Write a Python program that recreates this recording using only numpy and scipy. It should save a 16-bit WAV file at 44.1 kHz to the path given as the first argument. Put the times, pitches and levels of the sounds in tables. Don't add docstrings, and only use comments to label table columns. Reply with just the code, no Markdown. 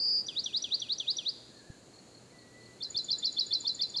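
import sys
import numpy as np
from scipy import signal
from scipy.fft import rfft, irfft
from scipy.io import wavfile
from scipy.ndimage import uniform_filter1d

SR = 44100
rng = np.random.default_rng(int(sys.argv[2]) if len(sys.argv) > 2 else 0)


def transcribe(u):
    v = np.clip(np.atleast_2d(u).T, -1, 1)
    q = np.round(v * 32767).astype(np.int16)
    wavfile.write(sys.argv[1], SR, q)


N = 176400
TIME_S = np.arange(N) / SR


def undb(db):
    return 10 ** (np.asarray(db) / 20)


def wander(rate_hz):
    hold = max(int(SR / rate_hz), 2)
    steps = np.repeat(rng.standard_normal(N // hold + 1), hold)
    return 1.265 * uniform_filter1d(uniform_filter1d(steps, hold), hold)[:N]


def noise(gain):
    coloured = irfft(rfft(rng.standard_normal(N)) * gain(np.fft.rfftfreq(N, 1 / SR)), N)
    return coloured / coloured.std()


def band(centre_hz, width_hz):
    return noise(lambda f: np.exp(-.5 * ((f - centre_hz) / width_hz) ** 2))


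def note(shape, start_s=0, stretch=1, bend=1, fade_s=.001):
    times, hz, db = np.array(shape, float).T
    times = start_s + np.sort(times) * stretch
    span = np.arange(max(int(times[0] * SR), 0), min(int(times[-1] * SR), N))
    t, out = span / SR, np.zeros(N)
    pitch = np.interp(t, times, hz) * np.broadcast_to(bend, N)[span]
    to_edge_s = np.minimum(t - times[0], times[-1] - t)
    fade = np.sin(np.pi / 2 * np.clip(to_edge_s / fade_s, 0, 1))
    out[span] = fade * undb(np.interp(t, times, db)) * np.sin(2 * np.pi * np.cumsum(pitch) / SR)
    return out


WAVER_DEPTH, WAVER_RATE_HZ, FLUTTER_DB = .0059, 300, .8

def phrase(repeats, shapes):
    waver = 1 + WAVER_DEPTH * wander(WAVER_RATE_HZ)
    out = np.zeros(N)
    for start_s, gain_db, stretch, pitch_ratio in repeats:
        out += undb(gain_db) * sum(note(shape, start_s, stretch, pitch_ratio * waver) for shape in shapes)
    return out * undb(FLUTTER_DB * wander(WAVER_RATE_HZ))


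# frequency_hz, relative_db
AIR_SPECTRUM = [(20, -31), (50, -20), (108, -12.5), (231, -9.5), (330, -9.5), (500, -13), (650, -16),
                (875, -22), (1500, -25.5), (2700, -28.5), (3600, -29.5), (4260, -19), (5100, -30.5),
                (7200, -29.5), (9400, -32.5), (10500, -38), (12300, -48.5), (13500, -68)]
# time_s, level_db
AIR_LEVELS = [(0, -55), (.8, -56.3), (1.6, -57.2), (2.5, -56.8), (3.2, -56.3), (4.0, -55.7)]

def forest_air():
    hz, db = np.array(AIR_SPECTRUM).T
    level_db = np.interp(TIME_S, *np.array(AIR_LEVELS).T) + .3 * wander(rate_hz=10)
    return noise(lambda f: undb(np.interp(np.log(f + 1), np.log(hz), db))) * undb(level_db)


def insects(level_db=-69):
    return band(centre_hz=6930, width_hz=590) * undb(level_db + 1.2 * wander(rate_hz=6.2))


def hum(pitch_hz=119.8, level_db=-70.5):
    pitch = pitch_hz * (1 + .03 * wander(rate_hz=15))
    tone = np.sqrt(2) * np.sin(2 * np.pi * np.cumsum(pitch) / SR)
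    return tone * undb(level_db + 2.5 * wander(rate_hz=8))


# time_s, pitch_hz, level_db
BUZZ_SHAPE = [(0, 4695, -28.5), (.05, 4733, -27.5), (.085, 4784, -26), (.115, 4814, -26.5),
              (.145, 4740, -26), (.195, 4792, -26.5), (.212, 4840, -34.5), (.222, 4660, -43)]

def buzz(rate_hz=171, swing_hz=194, jitter=.011, throb=.13):
    swing_rate = rate_hz * (1 + jitter * wander(rate_hz=51))
    swing = -np.cos(2 * np.pi * np.cumsum(swing_rate) / SR)
    opening_hz = BUZZ_SHAPE[0][1]
    bend = 1 + swing_hz / opening_hz * swing + WAVER_DEPTH * wander(WAVER_RATE_HZ)
    return note(BUZZ_SHAPE, bend=bend) * (1 + throb * swing)


# delay_s, gain_db
TRUNK_ECHOES = [(.0068, -14), (0.0119, -11.5), (0.0194, -17), (0.025, -32)]
THICKET_T60_S, THICKET_DB, FOREST_T60_S, FOREST_DB = .28, -19.5, .93, -15

def among_trees(voice, tail_gain_db=0, treble_hz=4830):
    t = np.arange(SR) / SR
    echo = np.zeros(SR)
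    for delay_s, gain_db in TRUNK_ECHOES:
        echo[int(delay_s * SR)] += undb(gain_db)
    echo = signal.sosfilt(signal.butter(3, treble_hz, "high", fs=SR, output="sos"), echo)
    build_up = np.minimum(t / .015, 1)
    for t60_s, db in (THICKET_T60_S, THICKET_DB), (FOREST_T60_S, FOREST_DB):
        tail = rng.standard_normal(SR) * np.exp(-np.log(1000) * t / t60_s) * build_up
        echo += undb(db + tail_gain_db) * tail / np.linalg.norm(tail)
    return voice + signal.fftconvolve(voice, echo)[:N]


# offset_s, pitch_hz, level_db
LEAD_IN_SHAPE = [(-.021, 5350, -48.5), (-.014, 5800, -29), (-.010, 6020, -36), (-.007, 6050, -43.5),
                 (-.003, 5900, -58)]
SCOOP_SHAPE = [(0, 4216, -36), (.005, 3550, -25), (.013, 3250, -32), (.024, 2970, -46), (.042, 2550, -53.5),
               (.063, 2428, -57), (.076, 3300, -39), (.088, 3737, -24.5), (.099, 4000, -28),
               (.104, 4160, -24.5), (.114, 4732, -23), (0.122, 5076, -34.5), (.124, 5200, -55)]
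# fall_start_s, gain_db, length_ratio, pitch_ratio
LEAD_IN_REPEATS = [(.283, -4.5, 0.98, 1.01), (.458, 1, 1.0, 0.99), (.639, 1.5, 0.94, 1),
                   (.816, -3, 1.0, 0.99), (.998, -1.5, 0.85, 1.008), (1.184, 1, 0.93, .99)]
SCOOP_REPEATS = [(.283, -2.5, 1.01, 0.99), (.458, -0.5, 1.017, 1.0), (.639, 0, 0.97, 0.99),
                 (.816, -1.5, 1.004, 1.0), (.998, 0.5, 0.99, 1.0), (1.183, -1.5, 0.97, 1.0)]

def whistles():
    return phrase(LEAD_IN_REPEATS, [LEAD_IN_SHAPE]) + phrase(SCOOP_REPEATS, [SCOOP_SHAPE])


# time_s, pitch_hz, level_db
PURR_SHAPE = [(1.50, 1678, -69), (1.60, 1693, -65), (1.74, 1688, -63), (1.78, 1720, -70)]

def purr():
    return note(PURR_SHAPE, bend=1 + .045 * wander(rate_hz=200))


# offset_s, pitch_hz, level_db
PIP_SHAPE = [(-.003, 4510, -64.5), (.005, 4293, -55), (.018, 4080, -71)]
# start_s, gain_db
PIP_REPEATS = [(1.542, -1), (1.565, 4.5), (1.592, 4.5), (1.938, 0), (1.960, 1.5), (1.987, 3.5), (2.114, -3),
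               (2.147, 4), (2.174, 3.5), (2.360, -27), (2.387, 2.5), (2.416, -0.5), (2.607, -2),
               (2.631, 0.5), (2.659, 3.5)]

def pips():
    return phrase([(start_s, gain_db, 1, 1) for start_s, gain_db in PIP_REPEATS], [PIP_SHAPE])


# peak_s, level_db
MICROPHONE_BUMPS = [(1.703, -34), (2.954, -43.5)]

def bumps(pitch_hz=116.5, decay_s=.0027):
    out = np.zeros(N)
    for peak_s, level_db in MICROPHONE_BUMPS:
        t = TIME_S - peak_s
        out += undb(level_db) * np.exp(-abs(t) / decay_s) * np.cos(2 * np.pi * pitch_hz * t)
    return out


# offset_s, pitch_hz, level_db
UPSLUR_SHAPE = [(0, 1595, -64.5), (.035, 1779, -65), (.06, 2100, -64.5), (.08, 2400, -60)]
# start_s, gain_db, length_ratio, pitch_ratio
UPSLUR_REPEATS = [(2.25, -7, 0.98, 1.0), (2.865, -2.5, 1.0, 1.04), (3.17, -2, 1.0, 1.03),
                  (3.465, -2.5, 1.0, 1.0), (3.775, 2, 0.88, 1.14)]

def upslurs():
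    return phrase(UPSLUR_REPEATS, [UPSLUR_SHAPE])


# time_s, pitch_hz, level_db
HELD_SHAPE = [(2.32, 2005, -72), (2.35, 1988, -63), (2.46, 1926, -64.5), (2.56, 1975, -59.5),
              (2.71, 1988, -61.5), (2.81, 1980, -73)]

def held_whistle():
    return note(HELD_SHAPE, bend=1 + .005 * wander(rate_hz=60))


# peak_s, level_db
FAR_CLUCKS = [(2.63, -73), (2.86, -91), (3.11, -58.5), (3.355, -61.5), (3.645, -57.5), (3.967, -56.5)]

def clucks(width_s=.0047):
    puffs = sum(undb(db) * np.exp(-.5 * ((TIME_S - peak_s) / width_s) ** 2) for peak_s, db in FAR_CLUCKS)
    return band(centre_hz=976, width_hz=140) * puffs


# offset_s, pitch_hz, level_db
HOOK_SHAPE = [(-.019, 3420, -47), (-.013, 3600, -33), (-.006, 3620, -29), (-.0035, 3420, -30.5),
              (-.0005, 3170, -45)]
UPSTROKE_SHAPE = [(0, 4150, -30), (.005, 4400, -25.5), (.010, 4600, -24.5), (.014, 4900, -21),
                  (.0165, 5300, -27), (.0185, 5750, -37), (.022, 5850, -47)]
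SETTLE_SHAPE = [(0.0208, 4490, -34.5), (.026, 4200, -24), (.034, 4047, -27.5), (.041, 4000, -33.5),
                (.050, 4000, -33), (0.057, 4210, -43)]
# offset_s, pitch_hz, level_db
TICK_SHAPE = [(0, 7110, -51.5), (.007, 7170, -38.5), (.011, 7000, -37.5), (.014, 6460, -54.5)]
# start_s, gain_db, length_ratio, pitch_ratio
CHIRP_REPEATS = [(2.822, -7.5, 0.98, 1), (2.963, -1.5, 1.01, 1.0), (3.103, 0, 1.05, 0.99),
                 (3.243, 0.5, 1.05, 0.989), (3.384, 1, 1.005, 0.98), (3.525, 1, 1.0, 0.99),
                 (3.666, -.5, 1.07, 0.998), (3.809, -1, 1.02, 1), (3.959, -3.5, 1.08, 0.99)]
TICK_REPEATS = [(2.899, 0, 1.0, 0.97), (3.038, 0.5, 1.1, 0.98), (3.180, 3, 1.02, 0.99),
                (3.320, 0, 0.89, 0.98), (3.460, -2, 1.0, 0.98), (3.600, 2, 1.04, 0.997),
                (3.744, 1, 0.88, 0.99), (3.893, -4.5, 1.05, 0.98)]

def chirps():
    run = phrase(CHIRP_REPEATS, [HOOK_SHAPE, UPSTROKE_SHAPE, SETTLE_SHAPE])
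    return run + phrase(TICK_REPEATS, [TICK_SHAPE])


def scene():
    close_bird = among_trees(buzz() + whistles() + chirps())
    far_birds = among_trees(purr() + pips() + upslurs() + held_whistle() + clucks(), tail_gain_db=5.5)
    background = forest_air() + insects() + hum()
    return (close_bird + far_birds + background + bumps())[None]


def record(dry):
    cutoff_hz = 13200
    return signal.sosfilt(signal.ellip(8, .2, 70, cutoff_hz, fs=SR, output="sos"), dry)


dry = scene()
out = record(dry)
transcribe(out)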